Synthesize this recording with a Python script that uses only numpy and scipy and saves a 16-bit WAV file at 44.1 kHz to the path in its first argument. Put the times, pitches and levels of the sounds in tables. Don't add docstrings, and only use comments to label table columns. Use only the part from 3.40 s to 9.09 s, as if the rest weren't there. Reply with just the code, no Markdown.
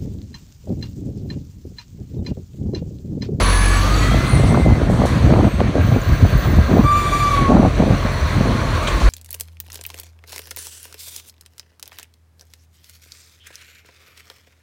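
import sys
import numpy as np
from scipy import signal
from scipy.io import wavfile
from scipy.ndimage import uniform_filter1d, minimum_filter1d

SR = 44100
rng = np.random.default_rng(int(sys.argv[2]) if len(sys.argv) > 2 else 0)


def convert_level_to_amplitude(level_db):
    exponent = np.asarray(level_db, float) / 20
    return 10 ** exponent


def put_to_file(sound):
    columns = np.atleast_2d(sound).T
    safe = np.clip(columns, -1, 1)
    whole_steps = np.round(safe * 32767)
    wavfile.write(sys.argv[1], SR, whole_steps.astype(np.int16))


N = 250929

# time_s, firing_hz, level_db, second_order_db
NEAR_FIRING = [
    (0, 45, -13.5, -20),
    (.25, 45.37, -12, -23),
    (.45, 47.8, -16, -19),
    (.6, 50.8, -16.5, -23),
    (.75, 53.1, -15.5, -41),
    (.9, 57, -32, -30),
    (1.0, 55.7, -40, -40),
]
# time_s, firing_hz, level_db
FAR_FIRING = [
    (1.0, 45.8, -54),
    (2.5, 44.54, -39),
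    (3.6, 43.95, -27),
    (4.2, 44.63, -21.5),
    (5.0, 43.1, -29.5),
    (5.69, 42.6, -23),
]


def evened(x):
    return x / np.sqrt(np.mean(x ** 2) + 1e-20)


def read(points, hz):
    f, value = np.transpose(points)
    return np.interp(np.log(hz + 1), np.log(f + 1), value)


def add(mix, s, sound):
    part = mix[max(round(s * SR), 0):][:len(sound)]
    part += sound[:len(part)]


def columns(rows):
    s, *rest = np.transpose(rows)
    t = np.arange(s[0], s[-1], 1 / SR)
    return s[0], *(np.interp(t, s, c) for c in rest)


def drift(n, seconds):
    size = max(round(seconds * SR), 2)
    return evened(uniform_filter1d(uniform_filter1d(rng.standard_normal(n), size), size))


def band(x, low_hz, high_hz, order=2):
    return signal.sosfilt(signal.butter(order, [low_hz, min(high_hz, SR * .49)], "band", fs=SR, output="sos"), x)


def line(start, length, from_hz, to_hz, db):
    swell, fade = 0.44, 0.33
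    u = np.array([0, swell, 1 - fade, 1])
    swell_db = -2.5 * (start > 0)
    level_db = db + np.array([swell_db, 0, 0, -3.5])
    return np.transpose([start + length * u, from_hz + (to_hz - from_hz) * u, level_db])


def tone(rows, waver_hz, flutter_db, seconds):
    s, hz, level_db = columns(rows)
    turn = 2 * np.pi * np.cumsum(hz + waver_hz * drift(len(hz), seconds)) / SR
    tremble = convert_level_to_amplitude(level_db + flutter_db * drift(len(hz), seconds))
    return s, np.sqrt(2) * tremble * np.sin(turn) * signal.windows.tukey(len(hz), .1)


def bursts(rows, half_length_cycles, gain_db):
    out = np.zeros(N)
    for (s, db, hz), phase in zip(rows, rng.random(len(rows))):
        u = hz * np.arange(-.03, .03, 1 / SR)
        swell = np.exp(-(u / half_length_cycles) ** 2)
        add(out, s - .03, convert_level_to_amplitude(db + gain_db) * np.cos(2 * np.pi * (u + phase)) * swell)
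    return out


def gusts():
    # start_s, length_s, strength_db, air_speed (0-1)
    gust_list = [(0.498, 0.3, -16, 0.4), (0.7, 0.19, -14.5, 0.42), (0.91, 0.2, -9.5, 0.34),
                 (1.09, 0.14, -11, 0.75), (1.239, 0.11, -7, 0.28), (1.348, 0.21, -13, 0.49),
                 (1.49, 0.1, -12.5, 0.48), (1.574, .1, -10, 0.6), (1.683, 0.23, -12.5, 0.37),
                 (1.83, 0.076, -7.5, 0.26), (1.891, 0.2, -8.5, 0.71), (2.173, 0.15, -14, 0.46),
                 (2.337, 0.08, -14, 0.84), (2.405, 0.17, -13, 0.2), (2.51, 0.087, -10.5, 0.6),
                 (2.666, 0.1, -12.5, 0.08), (2.796, 0.078, -9, 0.32), (2.916, 0.065, -11, 0.04),
                 (3.028, 0.2, -12, 0.4), (3.285, 0.14, -10.5, 0.88), (3.431, 0.034, -5.5, 0.4),
                 (3.53, 0.55, -24.5, 0.7), (3.97, 0.11, -12.5, 0.57), (4.077, 0.21, -10, 1),
                 (4.264, 0.13, -20.5, 0), (4.378, 0.18, -12, 0.79), (4.63, 0.043, -18, 0.75),
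                 (4.93, 0.11, -14, 0.38), (5.043, 0.093, -11.5, 0.54), (5.12, 0.23, -19, 0.4)]
    slow_air_db = (1.5, -13, -23.5)
    fast_air_db = (-6.5, -3, -10.5)
    breeze_db = (-23, -37.5, -37.5)
    rise_s = (0.05, 0.037, 0.016)
    fall_s = (0.042, 0.032, 0.031)
    gust_sag_db = (-.5, -1, -1)
    calm_s, calm_db = 5.42, -4.5

    t = np.arange(0, N, 32) / SR
    rise, fall, sag_db = (np.array(v)[:, None] for v in (rise_s, fall_s, gust_sag_db))
    calm = convert_level_to_amplitude(calm_db * np.clip((t - calm_s) / .05, 0, 1))
    power = convert_level_to_amplitude(np.array(breeze_db))[:, None] ** 2 * np.minimum(t / .5, 1) ** 2 * calm ** 2
    for s, length, db, speed in gust_list:
        shape = np.clip(np.minimum((t - s) / rise + .5, (s + length - t) / fall + .5), 0, 1)
        share_db = np.add(slow_air_db, np.clip(speed, 0, 1) * np.subtract(fast_air_db, slow_air_db))[:, None]
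        sagged_db = db + share_db + sag_db * np.clip((t - s) / length, 0, 1)
        power = power + convert_level_to_amplitude(sagged_db) ** 2 * shape ** 4
    return [np.interp(np.arange(N) / SR, t, 10 * np.log10(p + 1e-12)) for p in power]


def wind():
    # time_s, peak_db, pitch_hz
    slaps = [(0.717, -13, 590), (0.745, -8, 590), (0.999, -9, 527), (1.036, -10, 570), (1.047, -11, 830),
             (1.127, -10.3, 690), (1.146, -8, 960), (1.175, -5.5, 700), (1.263, -4, 547), (1.417, -9, 494),
             (1.5, -7.5, 597), (1.602, -13.4, 720), (1.62, -8, 607), (1.639, -7, 556), (1.654, -4.5, 626),
             (1.895, -8, 497), (1.908, -7, 513), (1.927, -9.9, 510), (1.939, -4, 670), (1.991, -7, 590),
             (2.009, -18, 606), (2.026, -17, 656), (2.045, -9, 580), (2.206, -4.5, 736), (2.216, -4.5, 490),
             (2.356, -4.5, 487), (2.368, -11, 520), (2.382, -7.5, 560), (2.563, -11, 550),
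             (2.852, -12.7, 645), (3.187, -10.9, 587), (3.315, -15, 560), (3.341, -18, 670),
             (3.371, -7, 520), (3.384, -6, 550), (3.392, -10, 620), (4.106, -2.5, 574), (4.12, -7, 710),
             (4.128, -11, 690), (4.14, -9.4, 680), (4.151, -4.5, 540), (4.16, -11, 620), (4.169, -5, 760),
             (4.186, -14, 630), (4.194, -4, 600), (4.231, -4, 660), (4.252, -3, 680), (4.262, -8.5, 595),
             (4.404, -4.5, 583), (4.423, -8.5, 755), (4.437, -6, 577), (4.478, -11, 540),
             (4.511, -12.0, 590), (4.665, -16, 740), (5.009, -11, 510), (5.059, -14, 664),
             (5.073, -16, 640), (5.109, -12, 680), (5.485, -17, 850), (5.62, -10.5, 790)]
    # time_s, peak_db, pitch_hz
    thumps = [(0.747, -7.5, 240), (0.904, -12.6, 190), (0.974, -11.6, 203), (1.015, -16, 199),
              (1.105, -11, 218), (1.148, -8.3, 210), (1.169, -7.4, 188), (1.197, -15, 210),
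              (1.272, -5, 180), (1.322, -7, 232), (1.418, -8, 267), (1.493, -9.2, 200), (1.602, -8, 197),
              (1.62, -7.5, 208), (1.771, -6, 180), (1.842, -11, 192), (1.863, -10, 190), (1.907, -10, 200),
              (1.926, -1, 234), (1.948, -10, 189), (1.997, -13, 270), (2.031, -9, 182), (2.051, -2, 197),
              (2.072, -13, 197), (2.142, -9.5, 188), (2.217, -8.9, 218), (2.262, -14, 191),
              (2.293, -13, 221), (2.371, -10.0, 270), (2.395, -11, 260), (2.452, -11, 180),
              (2.518, -11, 202), (2.565, -3, 232), (2.695, -16, 200), (2.833, -7, 193), (2.852, -5, 190),
              (3.134, -11.1, 196), (3.188, -2.5, 210), (3.296, -9, 220), (3.34, -2.5, 222), (3.396, 3, 223),
              (3.445, -21, 240), (4.017, -7.5, 241), (4.096, -7.5, 200), (4.122, -2.1, 242),
              (4.153, 1.5, 194), (4.199, 0, 228), (4.228, -13, 252), (4.26, -4.5, 201), (4.403, -3, 214),
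              (4.438, -3.5, 270), (4.466, -7, 212), (4.51, -9.3, 191), (4.534, -10.0, 190),
              (4.653, -11, 189), (4.983, -7.5, 182), (5.01, -6, 220), (5.064, -9, 210), (5.111, -7.5, 207),
              (5.154, -9, 220)]
    # low_hz, high_hz
    eddy_sizes = [
        (40, 136),
        (125, 331),
        (340, 755),
    ]

    out = bursts(slaps, 0.75, -0.5) + bursts(thumps, 0.91, -1.5)
    clumps = np.clip(drift(N, 0.0029), -2, 2)
    for (low, high), level_db, clump_db, steady_s in zip(eddy_sizes, gusts(), (1.5, 2.2, 3.), (.06, .04, .03)):
        eddies = band(rng.standard_normal(N), low, high, order=3) * convert_level_to_amplitude(clump_db * clumps)
        size = round(steady_s * SR)
        power = uniform_filter1d(uniform_filter1d(eddies ** 2, size), size)
        out += convert_level_to_amplitude(level_db - 1.0) * eddies / np.sqrt(abs(power) + 1e-9)
    return out


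def shoves():
    # time_s, peak_db, pitch_hz
    shove_list = [(0.927, -8, 123), (1.03, -0.5, 118), (1.206, -5, 69), (1.571, -4.5, 82), (1.832, -6, 88),
                  (2.134, -6.5, 71.5), (2.386, -4, 88), (2.665, -5.5, 94), (2.7, -6, 69.6),
                  (2.815, 1.5, 87.5), (2.932, -6.5, 50), (3.166, 1.5, 74), (3.226, -8, 64.4),
                  (3.4, -11, 72), (3.525, -9, 93), (4.4, -9, 141), (4.236, -3, 118), (4.495, -4.5, 114),
                  (4.815, -3.5, 73.4), (5.327, -6, 83), (5.515, -5.5, 53), (5.616, 4.5, 47)]
    out = np.zeros(N)
    for s, db, hz in shove_list:
        u = hz * np.arange(SR // 8) / SR
        add(out, s, convert_level_to_amplitude(db - 11.5) * np.sin(2 * np.pi * u) * 2.26 * u * np.exp(-(u / 2.16) ** 2))
    return out


def crackle():
    # time_s, peak_db, pitch_hz
    cracks = [(1.0457, -15, 982), (1.1154, -19, 1020), (1.1444, -12, 1040), (1.1733, -20, 1020),
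              (1.4965, -23, 1160), (1.5394, -16, 993), (1.5988, -25, 1080), (1.618, -9, 1040),
              (1.6534, -18, 1070), (1.8303, -25, 996), (1.9375, -12, 1040), (1.9694, -21, 1010),
              (1.989, -19, 988), (2.0104, -11, 996), (2.2048, -10, 970), (2.4543, -24, 1030),
              (2.5192, -27, 1100), (2.815, -16, 1090), (2.9243, -20, 1150), (2.9637, -20, 1070),
              (3.1854, -18, 993), (3.3917, -10, 1010),
              (4.119, -20, 1120), (4.171, -14, 1160), (4.1932, -18, 1090), (4.2471, -19, 1000),
                   (4.4217, -16, 1020), (4.466, -25, 1160), (4.6297, -21, 1210), (4.7055, -25, 1300),
                   (5.0473, -22, 1120), (5.174, -22, 1190)]

    snaps = (rng.random(N) < 220. / SR) * rng.standard_normal(N)
    fizz = rng.standard_normal(N) * convert_level_to_amplitude(3.3 * np.clip(drift(N, 0.0022), -2, 2))
    rustle = convert_level_to_amplitude(-8.5) * evened(band(snaps, 417, 1180, order=3))
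    rustle = rustle + convert_level_to_amplitude(-13.5) * evened(band(fizz, 810, 1420))
    return convert_level_to_amplitude(gusts()[2]) * rustle + bursts(cracks, 1.5, -5.5)


def clatter():
    # time_s, level_db, nearness (0-1)
    roar_levels = [(0, -24.5, 0.72), (.25, -27, 0.97), (.6, -28.5, 0.82), (1.08, -33.5, 0.54),
                   (1.27, -37.5, 0.74), (1.52, -38.5, 0), (1.71, -33.5, 0.33), (2.171, -38, 0.18),
                   (3.04, -34, 0.27), (3.52, -35.5, 0.26), (3.8, -31, 0.94), (3.95, -31, 0.6),
                   (4.14, -35.5, 0.11), (4.388, -35.5, 0.2), (4.9, -32.5, 0.3), (5.279, -33, 0.42),
                   (5.69, -28.5, 0.44)]
    # pitch_hz, density_db (per Hz)
    near_colour = [(60, -29), (100, -4), (160, -12), (330, -13), (700, -18), (1100, -18), (1500, -18),
                   (2300, -20), (2900, -25), (4500, -24), (5000, -35.5), (7700, -35), (10300, -37),
                   (15800, -45)]
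    # pitch_hz, density_db (per Hz)
    far_colour = [(60, -23), (100, -16), (170, -9), (370, -20.5), (645, -9), (800, -49), (1030, -16.5),
                  (2250, -20.5), (2840, -28), (4400, -28), (4950, -42), (9000, -43), (11300, -51.5),
                  (15800, -56)]
    # pitch_hz, width_hz, boost_db
    panels = [(1100, 206, -8.5), (1600, 53, -22), (4300, 3100, -47), (6000, 1020, 2.5)]

    frames, hz = N // 128 + 5, np.fft.rfftfreq(512, 1 / SR)
    a, b, patches = rng.standard_normal((frames, 257, 3)).T
    patches = evened(uniform_filter1d(uniform_filter1d(patches, 6, 0), 20, 1))
    s, level_db, near = np.transpose(roar_levels)
    t = np.arange(frames) * 128 / SR
    near = np.clip(np.interp(t, s, near), 0, 1)
    colour = convert_level_to_amplitude(read(near_colour, hz)[:, None] * near + read(far_colour, hz)[:, None] * (1 - near))
    reference = (hz > 2500) & (hz < 4400)
    colour = colour / np.sqrt((colour[reference] ** 2).sum(0))
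    for f, width, db in panels:
        colour = colour * (1 + convert_level_to_amplitude(db + 1.5) / (1 + (2 * (hz - f) / width) ** 2))[:, None]
    strength = convert_level_to_amplitude(np.interp(t, s, level_db) + 1.38 * patches + 0.54 * drift(frames, 3e-4))
    z = (a + 1j * b) * colour * strength
    roar = 3.88 * signal.istft(z, nperseg=512, noverlap=384)[1][:N] / np.sqrt(512) * 4
    firing = np.interp(np.arange(N) / SR, *np.transpose(NEAR_FIRING)[:2]) * (np.arange(N) < SR)
    turns = np.cumsum(np.where(firing > 0, firing, FAR_FIRING[2][1])) / SR
    return roar * (1 + 0.11 * np.exp(-(turns % 1) / 0.089))


def exhausts():
    # multiple, level_db
    far_orders = [(1, 1), (2, -2.5), (3, -14)]
    out = np.zeros(N)
    s, hz, first_db, second_db = columns(NEAR_FIRING)
    turn = 2 * np.pi * np.cumsum(hz) / SR
    near = convert_level_to_amplitude(first_db) * np.sin(turn)
    near = near + convert_level_to_amplitude(second_db) * (np.sin(2 * turn + 3.1) + 0.23 * np.sin(4 * turn + 0.55))
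    add(out, s, np.sqrt(2) * near * np.minimum(np.arange(len(hz))[::-1] / (.15 * SR), 1))
    s, hz, level_db = columns(FAR_FIRING)
    turn = 2 * np.pi * np.cumsum(hz * (1 + 0.01 * drift(len(hz), 0.058))) / SR
    far = sum(convert_level_to_amplitude(db) * np.sin(k * turn + k * k) for k, db in far_orders)
    add(out, s, np.sqrt(2) * convert_level_to_amplitude(level_db) * far * np.minimum(np.arange(len(hz)) / (.3 * SR), 1))
    return out


def gears():
    # time_s, mesh_hz
    mesh = [(0, 568), (.38, 570), (.45, 592), (.6, 642), (.68, 658), (.8, 679), (1.02, 696), (1.15, 697),
            (1.42, 675)]
    # start_s, length_s, multiple, level_db
    gear_lines = [(0, .88, 2, -33.5), (.12, .29, 3, -29), (.36, .22, 2, -31), (0, .44, 4, -36),
                  (.6, .14, 3, -33), (.72, .36, 3, -35.5), (1.08, .3, 3, -35.5)]
    out = np.zeros(N)
    for start, length, k, db in gear_lines:
        t = np.linspace(start, start + length, num=12)
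        s, _, level_db = line(start, length, 0, 0, db).T
        rows = np.transpose([t, k * np.interp(t, *np.transpose(mesh)), np.interp(t, s, level_db)])
        add(out, *tone(rows, waver_hz=4.3, flutter_db=2.0, seconds=0.013))
    return out


def whines():
    # start_s, length_s, from_hz, to_hz, level_db
    whine_lines = [(0, .54, 4510, 4510, -41), (.54, .1, 4510, 4505, -38), (.62, .18, 3235, 3240, -40),
                   (.84, .2, 4175, 4175, -43), (0, .44, 6230, 6500, -44), (.4, .32, 6470, 7070, -45),
                   (1.85, 1.85, 6460, 5950, -56), (3.6, 1.8, 5980, 5850, -54), (2.3, 1.45, 1620, 1590, -41)]
    out = np.zeros(N)
    for row in whine_lines:
        add(out, *tone(line(*row), waver_hz=9.5, flutter_db=4.5, seconds=0.0059))
    return out


def buzzes():
    # start_s, length_s, from_hz, to_hz, level_db
    buzz_lines = [(0, .22, 1046, 1056, -32), (.18, .24, 1056, 1100, -39), (1.55, .35, 1060, 1040, -41),
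                  (4.45, .65, 1130, 1085, -36), (5.0, .75, 1080, 1100, -33), (4.6, 1.15, 935, 890, -38),
                  (.65, .09, 1215, 1225, -34), (5.5, .19, 330, 335, -30), (4.5, .9, 4160, 4140, -47),
                  (2.3, 1.9, 650, 666, -43), (4.1, 1.65, 668, 664, -40)]
    out = np.zeros(N)
    for row in buzz_lines:
        add(out, *tone(line(*row), waver_hz=51.5, flutter_db=2.5, seconds=0.00547))
    return out


def puffs():
    # time_s, peak_db, t60_s, low_hz, high_hz
    jets = [(1.145, -21, 0.078, 850, 1600), (1.49, -42, 0.98, 2500, 9500), (1.654, -33.5, .35, 1460, 8800),
            (2.203, -20.5, 0.027, 900, 2560), (1.937, -24, .03, 1200, 2400), (2.615, -40, .06, 6200, 7300),
            (5.426, -41, 0.11, 5070, 10700), (5.47, -23, 0.16, 2550, 3870), (5.473, -20, 0.093, 900, 2620),
            (5.474, -30.5, 0.14, 5970, 8400), (5.599, -37, 0.46, 4300, 7400)]
    out, t = np.zeros(N), np.arange(SR // 2) / SR
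    for s, db, t60, low_hz, high_hz in jets:
        jet = evened(band(rng.standard_normal(len(t)), low_hz, high_hz))
        add(out, s, jet * convert_level_to_amplitude(db - 60 * t / t60) * np.minimum(t / (0.015 * t60), 1))
    return out


def squeaks():
    # start_s, length_s, from_hz, to_hz, level_db
    squeak_lines = [(0, .3, 10205, 10190, -31), (.25, .135, 10170, 10140, -36),
                    (.39, .05, 10150, 10140, -43), (.085, .145, 9600, 9580, -43),
                    (.315, .085, 7930, 7900, -39), (.28, .05, 8180, 7920, -41), (.5, .2, 7900, 7930, -45),
                    (.87, .045, 7930, 7910, -49), (.935, .11, 7900, 7950, -45),
                    (1.06, .085, 7970, 8100, -45), (1.14, .13, 8280, 8500, -50),
                    (.855, .05, 9500, 9230, -43), (.885, .085, 9235, 9200, -35),
                    (.95, .075, 9220, 9260, -39), (1.025, .11, 9250, 9300, -45),
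                    (1.36, .3, 8255, 8280, -56), (1.8, .3, 8290, 8330, -58), (2.04, .18, 8330, 8480, -54),
                    (.1, .4, 14920, 14920, -61), (1.4, .35, 14680, 14630, -65),
                    (1.76, .53, 13480, 14150, -63), (2.08, .1, 12150, 12170, -60),
                    (2.385, .64, 14960, 14810, -48), (2.95, .2, 14800, 14840, -45),
                    (3.1, .38, 14830, 15040, -50), (3.34, .16, 14180, 14050, -55),
                    (4.17, .3, 15470, 15380, -62), (4.45, .63, 15300, 15250, -56),
                    (4.68, .1, 11110, 11140, -57), (5.36, .28, 15070, 15030, -58)]
    # start_s, length_s, from_hz, to_hz, level_db
    last_squeak = (3.5, .14, 14950, 14750, -48)
    out = np.zeros(N)
    for row in squeak_lines + [last_squeak]:
        high = row[2] > 13000
        waver_hz, seconds = (45., .003) if high else (20., .004)
        add(out, *tone(line(*row), waver_hz, flutter_db=3.0, seconds=seconds))
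    return out


def squeal():
    # time_s, pitch_hz, level_db
    glide = [
        (3.43, 1167, -35),
        (3.465, 1173, -17),
        (3.525, 1170, -13),
        (3.6, 1173, -16.5),
        (3.74, 1166, -15),
        (3.885, 1170, -16.5),
        (3.935, 1139, -13.5),
        (4.1, 1100, -21),
        (4.138, 1100, -22),
    ]
    # multiple, level_db
    overtones = [(1, 5), (2, -14), (3, -20), (4, -25.5), (5, -29), (6, -24.5), (7, -29), (8, -33), (9, -50),
                 (10, -41), (11, -40), (12, -42), (13, -44)]
    # time_s, length_s, depth_db
    skips = [(3.634, 0.039, 7.5), (3.705, 0.017, 23), (3.784, 0.026, 9), (3.902, 0.0067, 20),
             (3.927, 0.0058, 14), (3.963, 0.01, 16), (4.013, 0.017, 6), (4.04, 0.0077, 7),
             (4.11, 0.0037, 4)]
    # time_s, level_db
    scrape = [
        (3.43, -57),
        (3.6, -50),
        (3.8, -46.5),
        (3.93, -51),
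        (4.03, -64),
    ]
    dull_from_s, dull_db_per_s = 3.8, 19
    slack_from_s, slack_db_per_s = 4.035, 250

    out = np.zeros(N)
    s, hz, level_db = columns(glide)
    n = len(hz)
    overtone_db = -14.5 + 0.51 * level_db + 11 * np.arange(n) / SR
    t = s + np.arange(n) / SR
    skip_db = sum(db * np.exp(-((t - at) / length) ** 2) for at, length, db in skips)
    level_db = level_db - skip_db
    overtone_db = overtone_db - 0.22 * skip_db - slack_db_per_s * np.maximum(t - slack_from_s, 0)
    dull_db = dull_db_per_s * np.maximum(t - dull_from_s, 0)
    turn = 2 * np.pi * np.cumsum(hz + 7.2 * drift(n, 0.0022) + 5.0 * drift(n, .015)) / SR
    stack = convert_level_to_amplitude(level_db + 0.75 * drift(n, 0.0046)) * np.sin(turn)
    for k, db in overtones[1:]:
        flicker_db = np.clip(5.6 * drift(n, 0.011), -9, 3.5)
        stack += convert_level_to_amplitude(db + overtone_db - (k - 1.1) * dull_db + flicker_db) * np.sin(k * turn)
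    add(out, s, np.sqrt(2) * stack * signal.windows.tukey(n, .03))
    s, hiss_db = columns(scrape)
    hiss = evened(band(rng.standard_normal(len(hiss_db)), 2500, 14000, order=1))
    add(out, s, convert_level_to_amplitude(hiss_db) * hiss)
    return out


def scene():
    air = wind() + shoves() + crackle()
    engines = clatter() + exhausts() + gears() + whines() + buzzes()
    brakes = puffs() + squeaks() + squeal()
    return (air + engines + brakes)[None]


def thinned_treble(x):
    from_hz, reach_hz, under_db = 9400, 2400, -20
    hz, _, z = signal.stft(x, SR, nperseg=1024)
    treble = (hz > from_hz)[:, None]
    power = uniform_filter1d(abs(z) ** 2, size=5, axis=1) * treble
    loudest = -minimum_filter1d(-power, size=round(2 * reach_hz / hz[1]), axis=1)
    near = uniform_filter1d(abs(z) ** 2, size=17, axis=1)
    faint = (near < loudest * convert_level_to_amplitude(under_db) ** 2) & treble
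    return signal.istft(z * np.where(faint, .03, 1), SR, nperseg=1024)[1][:, :N]


def low_pass(x):
    return signal.sosfilt(signal.butter(12, 15960, fs=SR, output="sos"), x)


def record(dry):
    cut = signal.sosfilt(signal.butter(4, 40.2, "high", fs=SR, output="sos"), dry)
    limited = cut / (1 + abs(cut) ** 8) ** (1 / 8)
    edge = signal.firwin(1023, 15780, window=("kaiser", 9), fs=SR)
    mix = signal.oaconvolve(thinned_treble(limited), edge[None], "same")
    return low_pass(mix)


dry = scene()
out = record(dry)
put_to_file(out)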